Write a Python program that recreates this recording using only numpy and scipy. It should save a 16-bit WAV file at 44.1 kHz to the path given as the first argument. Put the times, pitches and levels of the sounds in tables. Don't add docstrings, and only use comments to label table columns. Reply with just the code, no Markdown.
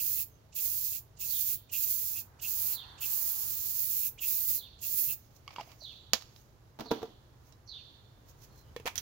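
import sys
import numpy as np
from scipy import signal
from scipy.fft import rfft, irfft, next_fast_len
from scipy.io import wavfile
from scipy.ndimage import map_coordinates

SR = 44100
rng = np.random.default_rng(int(sys.argv[2]) if len(sys.argv) > 2 else 0)


def store_wav(level_fs):
    pcm = np.round(np.clip(np.atleast_2d(level_fs), -1, 1) * 32767)
    wavfile.write(sys.argv[1], SR, pcm.T.astype(np.int16))


N = 397334
TIME = np.arange(N) / SR


def from_db(db):
    return 10 ** (np.asarray(db) / 20)


def rms_one(x):
    return x / np.sqrt(np.mean(x ** 2) + 1e-20)


def in_time(rows, t=TIME):
    s, *columns = np.transpose(rows)
    return [np.interp(t, s, column) for column in columns]


def at_hz(points, hz):
    f, value = np.transpose(points)
    return np.interp(np.log(hz + 1e-3), np.log(f), value)


def add(out, s, sound):
    start = int(s * SR)
    out[:, start:start + sound.shape[1]] += sound[:, :N - start]


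def bump(t, centre_s, half_s):
    return np.exp(-((t - centre_s) / half_s) ** 2)


def swells(rows):
    return sum(from_db(level_db) * np.exp(-np.abs((TIME - s) / spread_s)) for s, level_db, spread_s in rows)


def drift(rate_hz):
    knots = rng.standard_normal(4000)
    return rms_one(np.interp(TIME * rate_hz, np.arange(len(knots)), knots))


def delayed(x, lag_ms):
    return map_coordinates(x, [(TIME - lag_ms / 1000) * SR], order=3)


# pitch_hz, left_minus_right_db
RIGHT_SIDE_BALANCE = [(40, 0), (200, -2), (1000, -2.6), (2500, -4), (3300, -10), (4500, -16), (6000, -18),
                      (7200, -20), (8200, -9), (9300, -2.5), (10500, -5), (12000, -8), (14000, -7.5),
                      (15500, -6)]


def ears(hz, sideways):
    shade = from_db(sideways * at_hz(RIGHT_SIDE_BALANCE, hz))
    loudness = np.sqrt((1 + shade ** 2) / 2)
    return np.array([shade, np.ones_like(shade)]) / loudness


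# pitch_hz, likeness (0-1)
EAR_LIKENESS = [(30, 0.5), (100, 1), (400, 0.58), (1000, 0.05), (2000, 0), (5000, .05), (16000, 0.1)]


def noise(spectrum, sideways=1, size=N, likeness=EAR_LIKENESS):
    padded = next_fast_len(size, True)
    hz = np.fft.rfftfreq(padded, 1 / SR)
    mid, side = rfft(rng.standard_normal((2, padded)))
    alike = np.clip(at_hz(likeness, hz), 0, 1)
    pair = np.sqrt(1 + alike) * mid + np.sqrt(1 - alike) * side * [[1], [-1]]
    low_skirt = 1 / np.sqrt(1 + (spectrum[0][0] / (hz + 1)) ** 6)
    colour = low_skirt * from_db(at_hz(spectrum, hz))
    x = irfft(pair * colour * ears(hz, sideways), padded)[:, :size]
    return x / np.std(x.mean(axis=0))


def narrow_noise(hz, width_hz):
    lowpass = signal.butter(3, width_hz / 2, fs=SR, output="sos")
    wobble = signal.sosfilt(lowpass, rng.standard_normal((2, len(hz))))
    phase = 2 * np.pi * np.cumsum(hz) / SR
    return rms_one(wobble[0] * np.cos(phase) + wobble[1] * np.sin(phase))


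def garden(x, t60):
    t = TIME[:SR]
    onset = 1 - np.exp(-t / 0.0047)
    echoes = rng.standard_normal((2, SR)) * from_db(-60 * t / t60) * onset
    echoes /= np.sqrt(np.sum(echoes ** 2, axis=1, keepdims=True))
    return signal.fftconvolve(x, echoes, axes=1)[:, :N]


# pitch_hz, relative_db_per_hz
AIR_COLOUR = [(25, -10.5), (58, -3.5), (80, -3.5), (120, -2), (170, -15), (260, -17.5), (450, -19),
              (650, -22), (1000, -25), (1600, -32), (2500, -34), (3800, -34), (6800, -36), (8200, -45.5),
              (15800, -38.5)]
# time_s, level_db
AIR_LEVEL = [(0, -59.5), (4.5, -59), (7.8, -59.5), (8.2, -58.5), (9, -55.5)]
# pitch_hz, level_db
HUM_TONES = [(344, -85), (646, -86)]
# time_s, level_db
CAR_LEVEL = [(0, -81), (1.6, -81), (2.3, -70.5), (2.9, -61.5), (3.4, -64.5), (3.9, -74), (5, -78.5),
             (9, -74)]
# pitch_hz, relative_db_per_hz
TYRE_COLOUR = [(250, -12), (600, -14), (800, -2.5), (930, -1), (1200, -4), (1550, -6), (1900, -9),
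               (3000, -30.5)]


def outdoors():
    air_gain = from_db(in_time(AIR_LEVEL)[0] + .5 * drift(16))
    air = air_gain * noise(AIR_COLOUR, sideways=0.64)
    hum = sum(from_db(level_db) * narrow_noise(np.full(N, hz), width_hz=16) for hz, level_db in HUM_TONES)
    car = from_db(in_time(CAR_LEVEL)[0]) * noise(TYRE_COLOUR, sideways=.5)
    return air + hum + car


# centre_s, pitch_hz, level_db
PEEP_NOTES = [(.34, 6300, -71), (2.34, 7240, -88), (6.035, 7300, -78), (8.53, 4300, -72), (8.6, 4170, -69),
              (8.68, 3040, -75)]


def peeps():
    out, t = np.zeros((2, N)), TIME[:SR // 8]
    middle_s = t.mean()
    for s, hz, level_db in PEEP_NOTES:
        pitch = hz * (1.03 - .5 * t)
        note = from_db(level_db) * bump(t, middle_s, 0.036) * narrow_noise(pitch, width_hz=300)
        add(out, s - middle_s, note * ears(pitch, 0.94))
    return out


# start_s, level_db
CHIRP_CALLS = [(1.275, -48), (2.72, -45.5), (4.555, -50.5), (5.8, -46), (6.845, -50), (7.675, -46)]
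# after_start_s, pitch_hz, relative_db
CHIRP_FALL = [(0, 4600, -10.5), (.018, 4420, -2.5), (.05, 4170, 1.5), (.06, 3663, -2), (.075, 3548, -1.5),
              (.1, 3436, -3.5), (.112, 3017, -11), (.135, 2745, -18), (.16, 2720, -37)]


def bird(upper_ratio=1.33, upper_db=-11.0, upper_s=0.026, held_hz=3560, held_db=-4.0, held_s=.09):
    out, t = np.zeros((2, N)), TIME[:SR // 6]
    hz, shape_db = in_time(CHIRP_FALL, t)
    for s, level_db in CHIRP_CALLS:
        lower = from_db(shape_db - 1) * narrow_noise(hz, width_hz=640)
        held = narrow_noise(np.full(len(t), held_hz), width_hz=160)
        lower += from_db(held_db) * bump(t, held_s, .02) * held
        upper_swell = np.exp(-(t / upper_s - 1) ** 2 * 2)
        upper = from_db(upper_db) * upper_swell * narrow_noise(upper_ratio * hz, width_hz=900)
        add(out, s, from_db(level_db) * ears(hz, 0.71) * lower)
        add(out, s - .015, from_db(level_db - 3.5) * ears(upper_ratio * hz, 0.98) * upper)
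    return 0.95 * out + from_db(-3) * garden(out, t60=0.95)


# start_s, pitch_hz, level_db, glide_per_s (pitch moves by twice this share)
GULPS = [(5.584, 942, -31, 2), (5.598, 898, -32, -4.5), (5.611, 666, -39, 1), (5.675, 750, -51, -8),
         (5.82, 646, -49.5, -3), (8.7636, 470, -31, 1), (8.799, 450, -42.5, 1), (8.8561, 443, -31.5, 9),
         (8.863, 693, -32.5, 4), (8.8759, 920, -32.5, 1.5)]


def glugs(t60=0.048):
    out, t = np.zeros((2, N)), TIME[:SR // 10]
    for s, hz, level_db, glide in GULPS:
        ring = np.sin(2 * np.pi * hz * t * (1 + glide * t))
        tone = ring * from_db(level_db - 60 * t / t60)
        add(out, s, ears(np.array([hz]), 0.98) * tone)
    return out


def blows(rows, modes, crack_colour, crack_t60, tail_db, tail_t60, ring_db, sideways):
    out, t = np.zeros((2, N)), TIME[:SR // 2]
    hz, mode_db, t60 = np.transpose(modes)
    decay = from_db(-60 * t / np.clip(t60, .005, .35)[:, None])
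    for s, body_db, crack_db in rows:
        strike_db = body_db + ring_db + mode_db + rng.normal(0, 2.7, len(hz))
        strengths = from_db(strike_db) * rng.choice([-1, 1], len(hz))
        ring = (ears(hz, sideways) * strengths) @ (decay * np.sin(2 * np.pi * hz[:, None] * t))
        fading = from_db(-60 * t / crack_t60) + from_db(tail_db - 60 * t / tail_t60)
        crack = from_db(crack_db) * fading * noise(crack_colour, sideways, size=len(t))
        add(out, s, ring + crack)
    return out


# start_s, body_db, crack_db
CAN_CLACKS = [(6.1338, -22, -13.5), (6.1395, -41, -28), (6.211, -60, -49), (6.222, -60, -45),
              (6.362, -60, -52), (7.524, -61, -52.5)]
TRAY_HITS = [(6.7895, -55, -43), (6.797, -52, -39), (6.807, -41, -35.5), (6.858, -43, -51),
             (6.909, -44, -38.5), (6.914, -23, -26.5), (6.921, -41, -42), (6.942, -43, -48),
             (7.019, -43, -48), (7.029, -35, -40), (7.054, -53, -51)]
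KNOCKS_OF_BALL = [(8.7634, -35.5, -41.5), (8.799, -49, -51), (8.8572, -44, -37.5), (8.8628, -39, -35),
                  (8.8695, -42, -32.5), (8.8755, -45, -30), (8.881, -39, -37)]
CLINKS_OF_BALL = [(8.9558, -47, -37.5), (8.9792, -23, -37)]
TICKS_IN_PAINT = [(5.478, -33.5, -50.5), (5.5617, -32, -49), (5.584, -44, -64), (5.6095, -37, -45),
                  (5.717, -51, -53)]
# pitch_hz, relative_db, t60_s
CAN_RING = [(220, -6.5, .06), (482, -7, 0.054), (670, -0.5, .05), (950, -10, .04), (1215, -12, .04),
            (1750, -6.5, 0.061), (2310, -12, .05), (2740, -7, .05), (3220, -1, 0.039), (3510, -6.5, .06),
            (3920, 3, 0.096), (4540, 1.5, 0.065), (5390, 3.5, 0.055), (6850, 1, .06)]
TRAY_RING = [(116.6, -10.5, 0.23), (217, -10.5, 0.26), (261, -5, 0.24), (330, -7, .14), (426, -4, 0.099),
             (451, 3.5, 0.12), (648, -5, .06), (710, 1, 0.078), (793, -6, 0.055), (959, -2, 0.094),
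             (1194, -2.5, 0.045), (1370, -11, 0.095), (1550, -17, 0.1), (3630, -7, .04)]
WALL_RING = [(1060, -1, .05), (1820, 2, 0.05), (2190, -11, 0.14), (2360, -18, 0.11), (3370, -6, 0.1),
             (4000, -10, 0.055)]
BALL_RING = [(1945, -14, .04), (3260, -5, 0.045), (3870, -6, 0.054), (5870, 1, 0.046), (6050, 1, 0.041),
             (6360, -4, .05), (6900, -7, 0.037), (9010, -21, .12), (12060, -11, 0.063), (13500, -16, .08)]
PAINT_RING = [(1128, -4, 0.029), (1270, -7.5, 0.029), (2220, -8.5, 0.037), (2864, 3, 0.017),
              (3240, -3.5, 0.031), (4760, -5, .03)]
# pitch_hz, relative_db_per_hz
HARD_CONTACT = [(200, -20), (550, 2.5), (900, 1.5), (2000, -2), (4000, 5.5), (5500, 3), (7200, -0.5),
                (8300, -24), (11500, -9), (15500, -11)]
DULL_CONTACT = [(120, -11), (450, -9), (1000, 3.5), (1600, -3.5), (2400, 5.5), (4000, -5), (6500, -6),
                (8500, -19), (12000, -13), (15500, -13)]
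TRAY_CONTACT = [(150, -1), (250, 6.5), (450, 2), (1000, -3), (1500, -11.5), (2400, -16), (4000, -13.5),
                (6500, -19.5), (8500, -39), (12000, -27), (15500, -24)]
BALL_CONTACT = [(400, -18), (1900, -1), (3700, -1), (6200, 1.5), (8000, -14), (12000, -6), (15500, 0.5)]
# centre_s, level_db, spread_s
SLEEVE_BRUSHES = [(5.23, -67, 0.11), (5.366, -61, 0.013), (5.537, -65, 0.022), (5.68, -61, 0.074),
                  (5.84, -62, .03), (5.938, -67, 0.035), (6.217, -70, 0.015), (6.391, -63, 0.058),
                  (7.48, -65.5, 0.033), (8.297, -58.5, 0.02), (8.438, -56.5, 0.024), (8.585, -61.5, 0.029)]
# pitch_hz, relative_db_per_hz
CLOTH_COLOUR = [(1500, -9.5), (3500, -9), (6500, 1), (8500, -17.5), (12000, -7), (15500, -1.5)]
# centre_s, level_db, spread_s
PAINT_WASH = [(5.51, -54.5, 0.021), (5.6, -54.5, 0.038), (5.7, -64.5, 0.051)]
# pitch_hz, relative_db_per_hz
PAINT_WASH_COLOUR = [(350, -13.5), (700, 0.5), (1100, 0), (1600, -11), (2200, -1), (2900, -5), (3800, -13),
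                     (4800, -6), (8000, -26), (15000, -41)]


def handling():
    dry = blows(CAN_CLACKS, CAN_RING, HARD_CONTACT, crack_t60=0.01,
                tail_db=-17, tail_t60=0.13, ring_db=-9, sideways=0.93)
    dry += blows(TRAY_HITS, TRAY_RING, TRAY_CONTACT, crack_t60=0.035,
                 tail_db=-13, tail_t60=0.4, ring_db=-7.5, sideways=1.0)
    dry += blows(KNOCKS_OF_BALL, WALL_RING, DULL_CONTACT, crack_t60=0.017,
                 tail_db=-12, tail_t60=0.15, ring_db=-9.5, sideways=0.86)
    dry += blows(CLINKS_OF_BALL, BALL_RING, BALL_CONTACT, crack_t60=0.018,
                 tail_db=-3, tail_t60=0.15, ring_db=-7.5, sideways=0.99)
    dry += blows(TICKS_IN_PAINT, PAINT_RING, HARD_CONTACT, crack_t60=0.011,
                 tail_db=-12, tail_t60=.12, ring_db=-6.5, sideways=1.0)
    dry += swells(SLEEVE_BRUSHES) * from_db(1.8 * drift(140)) * noise(CLOTH_COLOUR, sideways=.8)
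    dry += swells(PAINT_WASH) * from_db(4.4 * drift(120)) * noise(PAINT_WASH_COLOUR, sideways=.8)
    dry += glugs()
    return dry + from_db(-23.5) * garden(dry, t60=.55)


# turn_s, place (0 at one end of the board, 1 at the other), extra_echo_lag_ms
HAND_TURNS = [(-.25, 0.56, .1), (.36, -0.11, 0.098), (1.08, 1.13, .03), (1.65, .1, 0.066),
              (2.24, 1.03, .02), (2.9, 0.046, .08), (3.52, 0.99, 0.018), (4.2, 0.16, 0.23),
              (4.78, 1.15, .08), (5.18, -0.19, 0.085)]
ECHO_LAG_MS = 0.649


def hand(tremor_ms=0.0058):
    s, place, lift_ms = np.transpose(HAND_TURNS)
    turns = np.arange(len(s))
    turn, part = np.divmod(np.interp(TIME, s, turns), 1)
    swing = np.cos(np.pi * part)
    eased = turn + (1 - swing) / 2
    lift = np.interp(eased, turns, lift_ms) * swing ** 2
    return np.interp(eased, turns, place), ECHO_LAG_MS + lift + tremor_ms * drift(20)


AIM_PLACE = 0.33
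ECHO_REACH = .75
LEAD_MS, LEAD_PER_PLACE_MS = -0.023, 0.23


def board_echo(x, strength, place, lag_ms, left_extra_ms=0.077):
    lead_ms = LEAD_MS + LEAD_PER_PLACE_MS * place
    strength = strength * np.exp(-((place - AIM_PLACE) / ECHO_REACH) ** 2)
    left = delayed(x[0], -lead_ms) + strength * delayed(x[0], lag_ms + left_extra_ms - lead_ms)
    right = x[1] + strength * delayed(x[1], lag_ms)
    return np.array([left, right]) / np.sqrt(1 + strength ** 2)


# open_s, close_s (valve starts closing), hiss_db, first_puff_db, opening_whistle_db, closing_whistle_db
SPRAY_STROKES = [(-.04, 0.21, -31, -67, -43, -56), (0.554, 0.967, -31.5, -63.5, -51.5, -56),
                 (1.195, 1.532, -31, -75, -52, -56), (1.722, 2.191, -31.5, -57, -45, -51),
                 (2.42, 2.73, -32, -58, -46, -53), (3.008, 4.066, -31.5, -57, -44, -54.5),
                 (4.211, 4.565, -30, -46.5, -44.5, -61), (4.816, 5.119, -30, -69, -53, -50)]
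# pitch_hz, relative_db_per_hz
HISS_COLOUR = [(6000, -58), (8000, -17), (9000, -14.5), (10000, -9), (11000, -4.5), (12200, -1),
               (13300, 0.5), (14500, 4), (15600, 5.5), (16200, -1.5)]
# pitch_hz, relative_db_per_hz
RUSH_COLOUR = [(700, -30), (1700, -21.5), (2200, -13.5), (2550, -10.5), (2900, -14), (4400, -4.5),
               (5700, -2), (6300, -0.5), (7200, 2), (8000, -7), (9000, -13), (11000, -28.5)]
# pitch_hz, likeness (0-1)
JET_EAR_LIKENESS = [(1000, 0.7), (5000, 0.17), (16000, 0.02)]
OFF_AIM_LEFT_DB, OFF_AIM_RIGHT_DB = -8.5, -9.5
RUSH_DB, RUSH_OFF_AIM_DB = -47, -3.5
HISS_ECHO, RUSH_ECHO = .42, .18
BUILD_DB, BUILD_S = -3.5, 0.076
WHISTLE_HZ = 2655
SPIT_S, SPIT_DB, SPIT_HALF_S = 1.838, 3.5, 0.011


def spray(open_s=0.0045, close_s=0.0083, close_lag_s=.022, whistle_s=0.021, whistle_lag_s=0.029,
          whistle_lead_s=.016, puff_lead_s=0.02, leak_db=-13.0, waver_db=0.93, rough_db=.7):
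    valve, atomised, whistles = np.zeros(N), np.zeros(N), np.zeros((2, N))
    for start, end, hiss_db, puff_db, opening_db, closing_db in SPRAY_STROKES:
        near = (TIME > start - .1) & (TIME < end + .2)
        t = TIME[near]
        puff = bump(t, start - puff_lead_s, 0.0088)
        opening = 1 / (1 + np.exp((start + 0.0023 - t) / open_s))
        flow = opening / (1 + np.exp((t - end - close_lag_s) / close_s))
        valve[near] += flow + from_db(leak_db) * puff
        build_db = BUILD_DB * np.exp(-np.maximum(t - start, 0) / BUILD_S)
        atomised[near] += flow * from_db(hiss_db + build_db)
        level = from_db(puff_db) * puff
        level += from_db(opening_db) * bump(t, start + whistle_lag_s, whistle_s)
        level += from_db(closing_db) * bump(t, end - whistle_lead_s, whistle_s)
        pitch = WHISTLE_HZ * np.interp(t - start, [-.035, -.015, .015], [.85, 1.1, 1])
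        tone = 0.82 * narrow_noise(pitch, width_hz=254) + 0.5 * narrow_noise(1.1 * pitch, width_hz=1130)
        whistles[:, near] += level * tone * ears(pitch, 1)
    place, lag_ms = hand()
    off_aim = (place - AIM_PLACE) ** 2
    spit_db = SPIT_DB * bump(TIME, SPIT_S, SPIT_HALF_S)
    sputter = from_db(waver_db * drift(45) + rough_db * drift(400) + spit_db)
    hiss_beam = from_db(np.outer([OFF_AIM_LEFT_DB, OFF_AIM_RIGHT_DB], off_aim))
    hiss = atomised * sputter * hiss_beam * noise(HISS_COLOUR, likeness=JET_EAR_LIKENESS)
    rush_gain = from_db(RUSH_DB + RUSH_OFF_AIM_DB * off_aim)
    rush = valve * sputter * rush_gain * noise(RUSH_COLOUR, likeness=JET_EAR_LIKENESS)
    dry = board_echo(hiss, HISS_ECHO, place, lag_ms) + board_echo(rush, RUSH_ECHO, place, lag_ms) + whistles
    return dry + from_db(-13.5) * garden(dry + 0.28 * dry[::-1], t60=0.21)


def scene():
    return outdoors() + peeps() + bird() + handling() + spray()


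def record(dry):
    return signal.sosfilt(signal.ellip(12, .1, 80, 15780, fs=SR, output="sos"), dry)


dry = scene()
out = record(dry)
store_wav(out)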